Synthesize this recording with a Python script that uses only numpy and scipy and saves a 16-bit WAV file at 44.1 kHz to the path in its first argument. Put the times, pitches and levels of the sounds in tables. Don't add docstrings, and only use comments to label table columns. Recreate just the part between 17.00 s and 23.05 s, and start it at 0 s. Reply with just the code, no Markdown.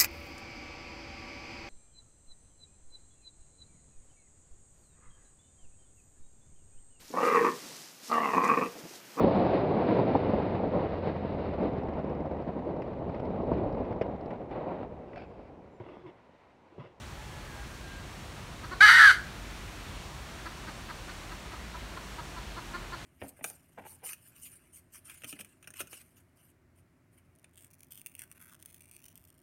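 import sys
import numpy as np
from scipy import signal
from scipy.fft import rfft, irfft
from scipy.io import wavfile
from scipy.ndimage import uniform_filter1d

SR = 44100
rng = np.random.default_rng(int(sys.argv[2]) if len(sys.argv) > 2 else 0)


def file_out(sig):
    cols = np.atleast_2d(sig).T
    lim = np.clip(cols, -1, 1)
    pcm = np.round(lim * 32767).astype(np.int16)
    wavfile.write(sys.argv[1], SR, pcm)


N = 266805


def undb(db):
    return 10 ** (np.asarray(db) / 20)


def unit(x):
    return x / np.sqrt(np.mean(x ** 2))


def ramp(t, start_s, length_s):
    return np.clip((t - start_s) / length_s, 0, 1)


def curve(table, t):
    s, *columns = np.transpose(table)
    return [np.interp(t, s, c) for c in columns]


def walk(rate_hz, count):
    k = max(int(SR / rate_hz), 2)
    smooth = uniform_filter1d(rng.standard_normal(count), k)
    return unit(uniform_filter1d(smooth, k))


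def shape_db(table, hz):
    f, db = np.transpose(table)
    return np.interp(np.log(np.maximum(hz, 1)), np.log(f), db)


def colour(x, table, peaks):
    size = 4096
    hz = np.arange(size // 2 + 1) * SR / size
    db = shape_db(table, hz)
    for f, width_hz, top_db in peaks:
        db = db + top_db * np.exp(-2 * ((hz - f) / width_hz) ** 2)
    cep = irfft(np.log(undb(db)))
    cep[1:size // 2] *= 2
    cep[size // 2 + 1:] = 0
    impulse = irfft(np.exp(rfft(cep)))
    return signal.fftconvolve(x, impulse)[:len(x)]


def turns(hz):
    return 2 * np.pi * np.cumsum(hz) / SR


def forest():
    # f/Hz, relative density/dB
    spectrum = [(18, -35), (30, -8), (55, -1.5), (178, -10), (264, -14.5), (352, -14.5), (457, -19),
                (714, -17), (835, -18.5), (977, -17), (1690, -19.5), (2320, -21), (4960, -27),
                (6440, -29.5), (15700, -42)]
    # t/s, leaf hiss/dB, far rumble/dB
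    drift = [(0.0, -2.1, 2), (1.6, -1.7, 1), (2.4, -0.2, 0), (3.2, -.1, 1), (3.7, -.4, -2.5),
             (6.05, -0.4, -1)]
    # t/s, rms level/dB
    hum_level = [(0.0, -64), (1.5, -64), (2.4, -47), (3.6, -56.5), (4.7, -46.5), (6.05, -51)]
    bed_db, hum_hz = -43, 47
    t, hz = np.arange(N) / SR, np.arange(N // 2 + 1) * SR / N
    bed = rfft(rng.standard_normal(N)) * undb(shape_db(spectrum, hz))
    bed = bed / np.sqrt(np.mean(irfft(bed, N) ** 2))
    hiss_db, rumble_db = curve(drift, t)
    out = 0
    for low_hz in 20 * 2. ** np.arange(10):
        band = irfft(bed * (hz >= low_hz) * (hz < 2 * low_hz), N)
        band_db = hiss_db * min(low_hz / 900, 1) + rumble_db * (low_hz < 100)
        out = out + band * undb(band_db + 0.46 * walk(8.0, N))
    hum_db, = curve(hum_level, t)
    hum_gain = np.sqrt(2) * undb(hum_db + 1.9 * walk(8.8, N))
    hum = hum_gain * np.sin(turns(hum_hz * (1 + 0.15 * walk(3.88, N))))
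    return undb(bed_db) * out + hum


def far_bird():
    # t/s, length/s, start f/Hz, held f/Hz, first partial level/dB, second partial level/dB
    bird_notes = [(0.0, .1, 848, 850, -59, -70), (.16, 0.15, 845, 856, -59, -62),
                  (.31, 0.18, 856, 848, -60.5, -61), (.47, .19, 892, 808, -59.5, -55.5),
                  (.70, 0.086, 800, 795, -75, -55.5), (0.818, 0.22, 810, 803, -74, -55)]
    glide_s, edge_s = .025, .025
    out = np.zeros(N)
    for s, length_s, start_hz, held_hz, first_db, second_db in bird_notes:
        t = np.arange(int(length_s * SR)) / SR
        hz = held_hz + (start_hz - held_hz) * np.exp(-t / glide_s)
        phase = turns(hz * (1 + 0.005 * walk(50, len(t))))
        first = undb(first_db + 2.0 * walk(40, len(t))) * np.sin(phase)
        second = undb(second_db + 1.7 * walk(40, len(t))) * np.sin(2 * phase)
        edges = ramp(t, 0, edge_s) * (1 - ramp(t, length_s - edge_s, edge_s))
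        out[int(s * SR):][:len(t)] += np.sqrt(2) * edges * (first + second)
    return out


def trunks(x, near_db=1.0, near_s=0.05, tail_db=-16.5, tail_hz=9000, t60_s=.38):
    t = np.arange(SR) / SR
    near = rng.standard_normal(SR) / (1 + (t / near_s) ** 3.5) * (t > .004)
    near = signal.lfilter([1, -.85], 1, near)
    tail = signal.sosfilt(signal.butter(1, tail_hz, fs=SR, output="sos"), rng.standard_normal(SR))
    tail = tail * np.exp(-np.log(1000) * t / t60_s) * np.minimum(t / 0.006, 1)
    echo = (undb(near_db) * unit(near) + undb(tail_db) * unit(tail)) / np.sqrt(SR)
    return signal.fftconvolve(x, echo)[:N]


def clucks(arch=0.139, width=0.29, beak_hz=4500, skirt_db=-34.0):
    # t/s, level before the envelope/dB, pitch f/Hz, length/s, throat resonance f/Hz
    cluck_notes = [(1.632, -41.5, 324.4, 0.028, 1290), (1.71, -35.5, 374.3, 0.037, 1300),
                   (3.453, -37.5, 333, 0.027, 1340), (3.667, -42, 316.7, 0.037, 1340),
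                   (3.888, -40, 329, 0.032, 1310), (4.080, -42.5, 306, 0.029, 1420),
                   (4.314, -41, 337, 0.02, 1420), (4.517, -43.5, 328, 0.037, 1190),
                   (4.738, -43.5, 333, 0.029, 1050), (4.966, -38, 354, 0.02, 1100),
                   (5.179, -39, 327, 0.033, 1030), (5.359, -41, 343, 0.036, 1080),
                   (5.564, -39.5, 348.5, 0.036, 1120), (5.734, -37, 358.5, 0.037, 1260),
                   (5.917, -37.5, 354, 0.037, 1240)]
    mid_throat_hz = 1230
    mid_chest_db, chest_db_per_oct = -8, 20
    mid_beak_db, beak_db_per_oct = -15.5, 22
    out = np.zeros(N)
    for s, db, pitch_hz, length_s, throat_hz in cluck_notes:
        opening_oct = np.log2(throat_hz / mid_throat_hz)
        chest_db = mid_chest_db + chest_db_per_oct * opening_oct
        beak_db = mid_beak_db + beak_db_per_oct * opening_oct
        u = np.linspace(0, 1, int(length_s * SR))
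        phase = turns(pitch_hz * (1 - arch * (2 * u - .9) ** 2 + 0.024 * walk(570, len(u))))
        k = np.arange(1, 17)[:, None]
        detune = np.log(k * pitch_hz / throat_hz) / width
        throat = np.exp(-.5 * detune ** 2)
        chest = undb(chest_db) * (k == 1)
        beak = undb(beak_db) * np.exp(-.5 * ((k * pitch_hz - beak_hz) / 300) ** 2)
        gain = throat + chest + beak + undb(skirt_db)
        lag = 2 * np.arctan(detune)
        note = -unit(np.sum(gain * np.cos(k * phase - lag), axis=0))
        note = note * (1 + 0.17 * walk(1000, len(u)))
        envelope = np.sin(np.pi * u ** 1.08) ** 0.69
        out[int(s * SR):][:len(u)] += undb(db) * envelope * note
    return out


def membrane(phase, count, weak, weak_gain):
    return sum((weak_gain if k in weak else 1) * np.cos(k * phase) for k in range(1, count + 1))


def cackle(rasp_db=17.0, rasp_hz=2400):
    # t/s, high half-rate f/Hz, low partial level/dB, high partial level/dB
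    contour = [(1.803, 757, -29, -11), (1.818, 800, -19.5, -16.5), (1.830, 848, -13.5, -19),
               (1.850, 848, -15, -24), (1.872, 848.5, -15.5, -15), (1.890, 905, -17, -13),
               (1.965, 938, -22.5, -12.5), (1.985, 916.6, -20, -13), (2.003, 866.3, -24.5, -11.5),
               (2.076, 827.3, -27, -11), (2.095, 750, -23.5, -14.5), (2.120, 706, -22, -13.5)]
    # f/Hz, level/dB
    throat = [(500, -36), (850, -19), (1250, -3), (1550, 3.5), (1800, -1.5), (2100, -4), (2400, -17.5),
              (2700, -24.5), (3300, -22.5), (4200, -19.5), (5300, -30), (7000, -37.5), (11000, -41.5),
              (16000, -57)]
    # f/Hz, width/Hz, level/dB
    pipe_peaks = [(3020, 260, 13), (3850, 300, 4), (4660, 400, 8), (6000, 320, 10), (8050, 450, 7),
                  (9700, 500, 5), (12000, 900, 5)]
    attack_s, release_s = 0.0055, 0.0057
    apart_s = 1.874
    low_start_hz, low_top_hz, low_settled_hz, low_rise_s = 371.6, 426.5, 417.6, .027
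    flutter_s, flutter_rise_s, flutter_calm_s = 1.85, 0.0081, 0.0399
    flutter_hz, flutter_extra_hz = 135.2, 45.07
    flutter_depth, flutter_extra_depth = 0.38, 0.62
    under_gap_hz, under_db, under_fade_s = 385, -22, 0.059

    start, stop = int(contour[0][0] * SR), int(contour[-1][0] * SR)
    count = stop - start
    t = np.arange(start, stop) / SR
    high_hz, low_db, high_db = curve(contour, t)
    apart, fluttering = ramp(t, apart_s, 0.0126), ramp(t, flutter_s, flutter_rise_s)
    low_hz = low_start_hz + (low_top_hz - low_start_hz) * ramp(t, t[0], low_rise_s)
    low_hz = low_hz - (low_top_hz - low_settled_hz) * fluttering
    low_db = low_db + 1.5 * fluttering * walk(45, count)
    fresh = np.exp(-np.maximum(t - flutter_s, 0) / flutter_calm_s)
    depth = flutter_depth + flutter_extra_depth * fresh + 0.24 * walk(38, count)
    depth = fluttering * np.clip(depth, 0, 1)
    under_hz = 2 * high_hz - under_gap_hz + 26.0 * walk(38.8, count)

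    rough = .3 * ramp(t, t[0], .06) + .45 * np.exp(-(t - t[0]) / .014)
    low_hz = low_hz * (1 + 0.022 * rough * walk(320, count))
    high_hz = high_hz * (1 + .07 * rough * walk(250, count))
    low = turns(low_hz)
    high = turns(apart * high_hz + (1 - apart) * 2 * low_hz)
    flutter = turns((flutter_hz + flutter_extra_hz * fresh) * (1 + 0.1005 * walk(110, count)))
    high = high + depth * (.6 * np.sin(flutter) + .3 * np.sin(2 * flutter) + .3 * np.sin(low))
    throb = 1 + 0.41 * depth * np.cos(flutter)
    low = low + .12 * depth * np.sin(flutter)

    yielded = undb(-15 * ramp(t, flutter_s, .04))
    tone = undb(low_db) * membrane(low, count=36, weak=range(1, 5), weak_gain=yielded)
    odd = undb(-8 + 14 * rough * walk(60, count))
    tone += undb(high_db) * throb * membrane(high, count=16, weak=range(1, 17, 2), weak_gain=odd)
    under = np.cos(turns(under_hz * (1 + 0.0217 * walk(315, count))) + 0.86 * np.sin(flutter))
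    under_gain = np.sqrt(2) * undb(under_db + 2.2 * walk(53, count))
    under_fade = 1 - ramp(t, t[-1] - under_fade_s, under_fade_s)
    tone += under_gain * under * fluttering * under_fade

    effort = rough * (undb(low_db) + undb(high_db))
    high_pass = signal.butter(4, rasp_hz, "high", fs=SR, output="sos")
    rasp = signal.sosfilt(high_pass, rng.standard_normal(count))
    air = undb(5) * rng.standard_normal(count) + undb(rasp_db) * rasp
    edges = ramp(t, t[0], attack_s) * (1 - ramp(t, t[-1] - release_s, release_s))
    out, ring = np.zeros(N), np.zeros(N)
    out[start:stop] = (tone + effort * air) * edges ** 2
    ring[start:stop] = ramp(t, t[0], .035) * np.linspace(1, .3, count)
    return colour(ring * out, throat, pipe_peaks) + colour((1 - ring) * out, throat, [])


def scene():
    hen = cackle() + clucks()
    return (hen + trunks(hen) + far_bird() + forest())[None, :]


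def record(dry):
    # f/Hz, level/dB
    mic_response = [(20, 0), (6500, 0), (9600, 1), (11200, -1.2), (13500, -0.5), (15700, -2)]
    # f/Hz, width/Hz, level/dB
    dips = [(4950, 300, -4), (10300, 500, -3)]
    bass_hz, top_hz = 36, 15720
    dry = colour(dry[0], mic_response, dips)[None, :]
    dry = signal.sosfilt(signal.butter(6, bass_hz, "high", fs=SR, output="sos"), dry)
    return signal.sosfilt(signal.ellip(12, .2, 100, top_hz, fs=SR, output="sos"), dry)


dry = scene()
out = record(dry)
file_out(out)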